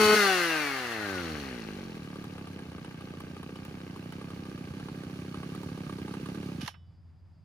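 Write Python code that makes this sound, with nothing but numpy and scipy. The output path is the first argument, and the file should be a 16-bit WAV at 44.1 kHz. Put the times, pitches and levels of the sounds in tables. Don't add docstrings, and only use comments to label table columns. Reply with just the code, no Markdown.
import sys
import numpy as np
from scipy import signal
from scipy.fft import rfft, irfft
from scipy.io import wavfile
from scipy.ndimage import uniform_filter1d

SR = 44100
rng = np.random.default_rng(int(sys.argv[2]) if len(sys.argv) > 2 else 0)


def to_wav(sig):
    pcm = np.clip(np.atleast_2d(sig), -1, 1) * 32767
    pcm = np.round(pcm).astype(np.int16)
    wavfile.write(sys.argv[1], SR, pcm.T)


N = 328104
T = np.arange(N) / SR
IDLE_HZ, SHAKE_HZ = 32.6, 83.8
STALL_S, STOP_S = 6.535, 6.678

# (t/s, f/Hz)
COAST_SPEED = [(0, 214.8), (.08, 211.7), (.16, 213.3), (.25, 197.9), (.4, 175.7), (.7, 139), (1.0, 106.4),
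               (1.3, 79.0), (1.63, 54.8), (2.06, 36)]
TOP_SPEED_HZ = COAST_SPEED[0][1]
# (t/s, relative level/dB)
IDLE_FIRINGS = [(2.157, -36), (2.241, -36), (2.381, -36), (2.472, -35.5), (2.59, -35.5), (2.717, -41),
                (2.781, -40), (2.846, -35), (3.008, -37), (3.137, -41.5), (3.204, -35.5), (3.365, -38),
                (3.43, -36), (3.557, -36), (3.651, -38), (3.802, -43.5), (3.961, -38), (4.123, -36.5),
                (4.213, -37), (4.303, -38), (4.453, -37.5), (4.577, -40.5), (4.672, -63), (4.737, -50),
                (4.798, -36.5), (4.885, -37), (5.035, -40), (5.097, -40), (5.158, -41), (5.249, -47),
                (5.343, -35.5), (5.431, -35), (5.549, -35.5), (5.632, -35.5), (5.775, -39), (5.895, -40),
                (5.985, -63), (6.08, -39.5), (6.139, -45), (6.259, -42), (6.346, -36.5), (6.428, -48)]
# (t/s, relative level/dB)
IDLE_SWELL = [(2.1, 0), (2.7, -3), (3.6, -2.5), (4.4, 1), (6.4, 6.5)]
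# (f/Hz, gain/dB)
CASING_RESPONSE = [(60, -27.5), (200, -12), (550, -7), (780, -2), (980, -4.5), (1230, -0.5), (1530, 0.5),
                   (1750, 2.5), (2050, 0), (2350, -4), (2750, -2), (3200, -9.5), (4400, -32), (7000, -36.5)]
# (f/Hz, width/Hz, lift/dB)
CASING_MODES = [(845, 240, 10), (1183, 242, 13), (1600, 220, 10), (4343, 87, 4)]
# (f/Hz, width/Hz, lift/dB)
PANEL_MODES = [(757, 35, 5), (1204, 61, 4.5), (1510, 120, 2), (2090, 80, 2), (2730, 140, 2.5)]


def crank(kick_hz=2.02, stall_hz_per_s=158, lead_turn=.08):
    times = np.array(IDLE_FIRINGS)[:, 0]
    gaps = np.diff(times)
    last = np.clip(np.searchsorted(times, T) - 1, 0, len(gaps) - 1)
    sag = (T - times[last]) / gaps[last] - .5
    mean_hz = np.round(gaps * IDLE_HZ) / gaps
    idle = np.where(T < times[-1], mean_hz[last] - kick_hz * sag, IDLE_HZ + kick_hz / 2)
    speed = np.where(T < times[0], curve(COAST_SPEED), idle)
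    speed = np.maximum(speed - stall_hz_per_s * np.maximum(T - STALL_S, 0), 12)
    turns = np.cumsum(speed) / SR
    return speed, turns + (-np.interp(times[0], T, turns) - lead_turn) % 1


def full_throttle(turns, pan):
    # (crank order, relative level/dB)
    orders = [(1, -10.5), (2, -0.5), (3, -16), (4, -14.5), (5, -15.5), (6, -11.5), (7, -10), (9, -18),
              (10, -14), (11, -22.5), (12, -14.5), (14, -17), (15, -26), (19, -25.5), (21, -14.5)]
    note = harmonics(turns, orders[:2], flutter_db=-1.6, wobble_turn=.0016, spread=0)
    overtones = harmonics(turns, orders[2:])
    growl = colour(rng.standard_normal(N), [(45, -24), (90, .5), (320, 3.5), (520, -5), (900, -25)])
    return undb(-17.5) * (note + pan * overtones) + undb(-36.5) * unit(growl)


def muffler(turns, speed, merge_hz=108):
    merged = .5 + .5 * np.tanh((speed - merge_hz) / 12)
    putt_db = level_db(speed, idle_db=-42, top_db=-38, shake_db=.5, width_hz=45, swell=.62)
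    drone_db = level_db(speed, idle_db=-58, top_db=-26, shake_db=18, width_hz=17.4)
    separate = np.sqrt(1 - merged) * putts(turns, speed) * undb(putt_db)
    return separate + np.sqrt(merged) * drone(turns) * undb(drone_db)


def burning_turns(turns):
    listed = np.round(np.interp(np.array(IDLE_FIRINGS)[:, 0], T, turns))
    return np.append(listed, listed[:-1][np.diff(listed) > 3] + 2)


def putts(turns, speed, lead_turn=.1336, rebound_db=2):
    # (angle/turn, base f/Hz, relative level/dB)
    cavity = [(0, 500, -28), (.14, 295, -5), (.22, 240, 0), (.3, 150, -2), (.42, 105, -5), (.53, 180, -5),
              (.63, 250, -11), (.78, 135, -13), (1, 105, -24)]
    position, hz, db = np.transpose(cavity)
    n, angle = np.divmod(turns + lead_turn, 1)
    n = n.astype(int)
    detune, scatter, jitter = rng.standard_normal((n[-1] + 1, 3))[n].T * np.minimum(36 / speed, 1) ** 3
    fired = burning_turns(turns)
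    burnt = np.isin(n, fired)
    piston = angle + .013 * jitter
    heat = 1.051 * (1 + burnt * (.3 * gate(angle, .17, .08) + .25 * gate(angle, .55, .1)))
    pitch = np.interp(piston, position, hz) * (1 + .072 * detune) * heat
    pitch *= np.maximum(speed / 35, 1) ** .48
    cycles = np.cumsum(pitch) / SR
    cycles -= cycles[np.searchsorted(n, n)]
    burn_db = burnt * (4 * gate(angle, .57, .07) - 7 * gate(angle, .3, .1))
    burn_db += rebound_db * np.isin(n - 1, fired)
    swing = undb(np.interp(piston, position, db) - .14 * scatter + burn_db)
    ring = swing * np.minimum(20 * (1 - angle), 1) * np.sin(2 * np.pi * cycles)
    return steady(signal.sosfiltfilt(signal.butter(2, 45, "high", fs=SR, output="sos"), ring))


def drone(turns, gulp_turn=.4, gulp_size=.56, scatter_db=0):
    # (f/Hz, gain/dB)
    response = [(40, -15.5), (100, -11.5), (190, -14), (290, 4), (400, 0), (520, -4.5), (700, -22.5),
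                (1500, -44)]
    n = np.arange(int(turns[-1]))
    size = undb(scatter_db * rng.standard_normal(len(n)))
    puffs = pulses(np.interp(n, turns, T), size)
    gulps = pulses(np.interp(n + gulp_turn, turns, T), gulp_size * size)
    return steady(colour(puffs - gulps, response))


def casing(turns, fast):
    # (f/Hz, gain/dB)
    idle_response = [(200, -1.5), (500, 1), (700, -10), (1000, -16.5), (1400, -14), (1900, -11.5),
                     (2200, -7.5), (2950, -8), (3400, -14.5), (5000, -32)]
    beat = .58 + .7 * gate(turns, -.01, .07) + .45 * gate(turns, .34, .08)
    rattle = stereo_noise(.56) * beat * undb(2 * walk(700))
    at_idle = steady(right_late(colour(rattle, idle_response, CASING_MODES)))
    at_speed = steady(colour(rattle, CASING_RESPONSE, PANEL_MODES))
    return np.sqrt(1 - fast) * at_idle + np.sqrt(fast) * at_speed


def whine(turns, speed, odd_db=-3.5, db_per_octave=14.5):
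    # (t/s, crank order, duration/s, lift/dB)
    flares = [(.2, 10, 0.15, 6), (.21, 6, 0.15, 4.5), (.21, 7, 0.16, 11), (0.304, 8, 0.14, 10),
              (.31, 4, .14, 8.5), (.35, 15, 0.31, 7.5), (0.407, 7, .1, 7), (.42, 12, .12, 6.5),
              (0.433, 9, .1, 11.5), (0.507, 17, 0.15, 8), (.55, 10, .16, 7.5), (.6, 4, .16, 9.5),
              (0.663, 16, 0.22, 11.5), (0.748, 9, 0.075, 4), (0.775, 14, 0.12, 3), (.93, 16, 0.081, 6),
              (1.02, 18, .17, 7.5), (1.034, 14, .11, 9), (1.174, 16, 0.25, 16)]
    orders = []
    for k in range(4, 26):
        flare_db = sum(db * np.exp(-(2 * (T - s) / length_s) ** 2)
                       for s, order, length_s, db in flares if order == k)
        orders.append((k, odd_db * (k % 2) - 4 * (k > 18) + flare_db))
    gain = undb(-35.5 + db_per_octave * np.log2(speed / TOP_SPEED_HZ))
    return gain * colour(harmonics(turns, orders), CASING_RESPONSE, PANEL_MODES)


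def hiss(turns, coasting, buzz_db=-3.5):
    # (f/Hz, relative level/dB)
    spectrum = [(2000, -30), (3300, -2.5), (4400, 1), (5200, -3.5), (5700, -1.5), (6800, -6), (8200, -12.5),
                (9700, -5), (11300, -12), (12300, -28.5), (14000, -5), (15500, -21)]
    beat = .84 + .22 * gate(turns, 0, .08) + .19 * gate(turns, .47, .44)
    air = stereo_noise(.17) * beat * undb(.79 * walk(900) + .73 * walk(35))
    air = steady(colour(air, spectrum, CASING_MODES))
    orders = [(k, 0) for k in range(18, 44)]
    buzz = harmonics(turns, orders, flutter_db=3.5, wobble_turn=.0015, spread=.02)
    buzz = signal.sosfilt(signal.butter(6, 5200, fs=SR, output="sos"), buzz)
    return air + undb(buzz_db) * coasting * steady(colour(buzz, spectrum, CASING_MODES))


def firings(turns, pop_s=.0066):
    # (f/Hz, relative level/dB)
    spectrum = [(200, -5), (450, 3), (680, -5.5), (1200, -3.5), (1900, -8), (2900, -4.5), (4200, -7),
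                (7500, -26), (9800, -9), (15000, -73)]
    # (t/s, relative level/dB)
    crack_events = [(2.242, 6), (3.203, 7), (3.4304, 3), (3.65, 10.5), (4.123, 6), (5.551, 5), (5.6326, 3)]
    times, peak_db = np.transpose(IDLE_FIRINGS)
    n = np.arange(np.interp(1.8, T, turns) // 1, np.interp(STALL_S, T, turns))
    sputter = pulses(np.interp(n, turns, T) - .003, rng.random(len(n)) ** 2)
    sputter *= undb(peak_db.mean() - 13 + 3.7 * curve(IDLE_SWELL))
    caught = pulses(times, undb(peak_db))
    burst = uniform_filter1d(fade(caught, pop_s), 110) + uniform_filter1d(fade(sputter, pop_s), 260)
    gas = stereo_noise(.85)
    pops = right_late(colour(gas * burst, spectrum, CASING_MODES))
    pops /= colour(gas, spectrum, CASING_MODES).std()
    blows = uniform_filter1d(caught, 9) * np.ones((2, 1))
    knocks = right_late(colour(blows, spectrum, CASING_MODES))
    crack_s, crack_db = np.transpose(crack_events)
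    cracks = stereo_noise(.26) * fade(pulses(crack_s, undb(crack_db)), .0016)
    return undb(-6.5) * pops + undb(15) * knocks + undb(-51) * cracks


def piston_slap(turns, speed, at_turn=.35, scatter_db=2, decay_s=.0057):
    # (f/Hz, relative level/dB)
    spectrum = [(800, -28), (2500, -9.5), (3600, -2), (4700, -1.5), (6000, -4), (8000, -26), (15000, -28.5)]
    # (f/Hz, width/Hz, lift/dB)
    cylinder_modes = [(3900, 330, 8.6), (4640, 960, 11), (5450, 260, 7.4)]
    # (f/Hz, width/Hz, lift/dB)
    fin_modes = [(4010, 110, 10.5), (4370, 120, 12)]
    n = np.arange(1, int(turns[-1]) - 1)
    ticks = pulses(np.interp(n + at_turn, turns, T), undb(scatter_db * rng.standard_normal(len(n))))
    contact = stereo_noise(.2) * fade(ticks, decay_s)
    above_idle = np.clip((speed - IDLE_HZ) / 12, 0, 1)
    cylinder = (1 - above_idle) * steady(colour(contact, spectrum, cylinder_modes))
    fins = above_idle * steady(colour(contact, spectrum, fin_modes))
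    db = level_db(speed, idle_db=-67.5, top_db=-56, shake_db=10, width_hz=32)
    return (cylinder + fins) * undb(db + 5 * above_idle)


def rocking(turns, speed, width_hz=30, lag_turn=.33):
    angle = 2 * np.pi * (turns - lag_turn)
    swing = undb(-45) * np.exp(-((speed - SHAKE_HZ) / width_hz) ** 2)
    return swing * (np.sin(angle) + undb(-3) * np.sin(2 * angle))


def stall(soft_hz=2200):
    # (t/s, level/dB, decay/s, relative ring level/dB)
    contacts = [(6.609, -44, 0.0056, 18.5), (6.614, -41, 0.014, -10), (6.631, -49.5, 0.026, 2),
                (6.648, -48, 0.011, -10), (6.661, -44, 0.011, -5), (6.677, -31, 0.0044, -10.5),
                (6.687, -48, 0.02, -14.5), (6.742, -47, 0.012, -25)]
    # (f/Hz, relative level/dB)
    spectrum = [(200, -3), (600, -5), (1000, -7.5), (2000, 1), (3000, 6.5), (4500, 0), (5600, 2.5),
                (8000, -15.5), (10500, -4), (15000, -27)]
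    grit = unit(colour(stereo_noise(.32), spectrum, CASING_MODES))
    dull = signal.sosfilt(signal.butter(2, soft_hz, fs=SR, output="sos"), grit)
    knocks = 0
    for s, db, decay_s, _ in contacts:
        envelope = uniform_filter1d(fade(pulses(np.array([s]), undb(db)), decay_s), 50)
        knocks += envelope * (grit if s < 6.72 else dull)
    knocks += clack()
    hits = np.array(contacts)[:, [0, 1, 3]]
    turning = hits[:, 0] < STOP_S - .02
    ring = metal(hits[turning], ring_share=.22) + metal(hits[~turning], ring_share=.95)
    return knocks + undb(-17) * ring


def clack(start_hz=3000, end_hz=780, fall_s=.0023, peak_s=.0033):
    age = np.maximum(T - STOP_S, 0)
    pitch = end_hz + (start_hz - end_hz) * np.exp(-age / fall_s)
    envelope = undb(-33) * age / peak_s * np.exp(1 - age / peak_s)
    return envelope * np.sin(2 * np.pi * np.cumsum(pitch) / SR + walk(1500))


def metal(hits, ring_share, hard_hit_db=-29):
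    # (f/Hz, relative level/dB, free T60/s)
    modes = [(2993, 0, 0.54), (3396, -13, 0.8), (3745, -5, 0.43), (5353, -1, 0.39), (7510, -15, 0.28),
             (13560, 1, 0.12)]
    s, db, ring_db = np.transpose(hits)
    db_per_octave = np.minimum(db - hard_hit_db, 0)
    ring = 0
    for hz, mode_db, t60 in modes:
        energy = pulses(s, undb(db + ring_db + db_per_octave * np.log2(hz / modes[0][0])) ** 2)
        swing = np.sqrt(fade(energy, ring_share * t60 / np.log(1e6)))
        ring += undb(mode_db) * swing * np.sin(2 * np.pi * hz * T + rng.random((2, 1)))
    return ring


def clutch_pings(ring_db=-9):
    # (t/s, relative level/dB)
    jolts = [(2.846, -40), (3.008, -45), (3.556, -40), (4.121, -43)]
    return metal([(s, db, ring_db) for s, db in jolts], ring_share=.13)


def yard():
    # (f/Hz, level/dB)
    partials = [(86, -52.5), (151, -66), (170, -67.5)]
    # (f/Hz, relative density/dB)
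    spectrum = [(25, -17), (90, 4), (200, -10.5), (450, -28), (750, -25.5), (2800, -40), (5700, -48.5),
                (15000, -61.5)]
    hum = sum(undb(db + .91 * walk(23)) * wavering_sine(hz, .03, 37) for hz, db in partials)
    air = undb(-57 + walk(20)) * unit(colour(stereo_noise(.69), spectrum))
    gain_recovery = undb(-12 * np.clip(1 - T / 2, 0, 1))
    return (hum + air) * gain_recovery


def crickets(chirp_db=2.5):
    # (f/Hz, level/dB)
    notes = [(4740, -85), (5060, -87)]
    return sum(undb(db + chirp_db * walk(28)) * wavering_sine(hz, .028, 500) for hz, db in notes)


def level_db(speed, idle_db, top_db, shake_db, width_hz, swell=0):
    effort = (speed - IDLE_HZ) / (TOP_SPEED_HZ - IDLE_HZ)
    shake = np.exp(-((speed - SHAKE_HZ) / width_hz) ** 2)
    swell_db = swell * curve(IDLE_SWELL) * (1 - effort)
    return idle_db + (top_db - idle_db) * effort + shake_db * shake + swell_db


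def harmonics(turns, orders, flutter_db=1.5, wobble_turn=.0013, spread=.04):
    out = np.zeros((2, N))
    turns = turns + wobble_turn * walk(150)
    for k, db in orders:
        phase = 2 * np.pi * k * turns + rng.uniform(0, 2 * np.pi)
        skew = rng.standard_normal() * min(spread * max(k - 2, 0), 1)
        out += undb(db + flutter_db * walk(45)) * np.sin(phase + np.array([[skew], [-skew]]))
    return out


def wavering_sine(hz, depth, rate_hz):
    return np.sin(2 * np.pi * np.cumsum(hz * (1 + depth * walk(rate_hz))) / SR)


def colour(x, points, peaks=(), size=8192):
    f = np.maximum(np.fft.rfftfreq(size, 1 / SR), 1)
    hz, db = np.transpose(points)
    db = np.interp(np.log(f), np.log(hz), db)
    db -= 20 * np.log10(np.maximum(1, hz[0] / f) * np.maximum(1, f / hz[-1]))
    for centre, width, lift in peaks:
        db += lift / (1 + (2 * (f - centre) / width) ** 2)
    cepstrum = irfft(np.log(undb(db)))
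    cepstrum[1:size // 2] *= 2
    cepstrum[size // 2 + 1:] = 0
    impulse_response = irfft(np.exp(rfft(cepstrum)))
    return signal.oaconvolve(np.atleast_2d(x), impulse_response[None])[:, :N]


def pulses(times, sizes):
    out, place = np.zeros(N), np.clip(times * SR, 0, N - 2)
    i = place.astype(int)
    np.add.at(out, i, sizes * (1 - place + i))
    np.add.at(out, i + 1, sizes * (place - i))
    return out


def fade(x, decay_s):
    return signal.lfilter([1], [1, -np.exp(-1 / (SR * decay_s))], x)


def gate(turns, at, width):
    return np.exp(-(np.sin(np.pi * (turns - at)) / (np.pi * width)) ** 2)


def walk(rate_hz):
    k = max(2, int(SR / rate_hz))
    steps = np.repeat(rng.standard_normal(N // k + 1), k)
    return unit(uniform_filter1d(steps, k)[:N])


def stereo_noise(correlation):
    common = np.sqrt(correlation) * rng.standard_normal(N)
    return common + np.sqrt(1 - correlation) * rng.standard_normal((2, N))


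def right_late(x, samples=5):
    return np.array([x[0], np.roll(x[1], samples)])


def steady(x, size=6000):
    power = np.atleast_2d(x ** 2).mean(0)
    power = uniform_filter1d(uniform_filter1d(power, size), size)
    return x / np.sqrt(np.abs(power) + 1e-4 * power.mean())


def unit(x):
    return x / np.sqrt(np.mean(x ** 2))


def curve(rows):
    return np.interp(T, *np.transpose(rows))


def undb(db):
    return 10 ** (np.asarray(db) / 20)


def scene():
    # (t/s, opening from 0 to 1)
    opening = [(0, 0.81), (.143, 1), (.165, 0)]
    # (t/s, left minus right level/dB)
    balance = [(0, 8), (.8, 4.5), (1.25, 5.5), (1.8, 1.5), (6.6, -5.5)]
    speed, turns = crank()
    throttle = curve(opening)
    fast = np.clip((speed - 45) / 60, 0, 1)
    coasting = fast * (1 - throttle)
    running = np.clip((6.67 - T) / .03, 0, 1)
    sides = np.array([[1], [-1]])
    pan, low_pan = undb(sides * curve(balance) / 2), undb(sides * -.9)
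    casing_db = level_db(speed, idle_db=-51.5, top_db=-29, shake_db=2.5, width_hz=59, swell=.058)
    hiss_db = level_db(speed, idle_db=-61.5, top_db=-29.5, shake_db=2.5, width_hz=21.4, swell=.43)
    low = (muffler(turns, speed) + rocking(turns, speed)) * (1 - throttle)
    body = casing(turns, fast) * undb(casing_db - 2.2 * throttle) + whine(turns, speed) * coasting
    air = hiss(turns, coasting) * undb(hiss_db)
    engine = running * (low_pan * low + pan * body + air + piston_slap(turns, speed))
    engine += throttle * full_throttle(turns, pan)
    return engine + pan * (firings(turns) + clutch_pings() + stall()) + yard() + crickets()


def record(dry):
    return signal.sosfilt(signal.ellip(8, .2, 70, 15600, fs=SR, output="sos"), dry)


dry = scene()
out = record(dry)
to_wav(out)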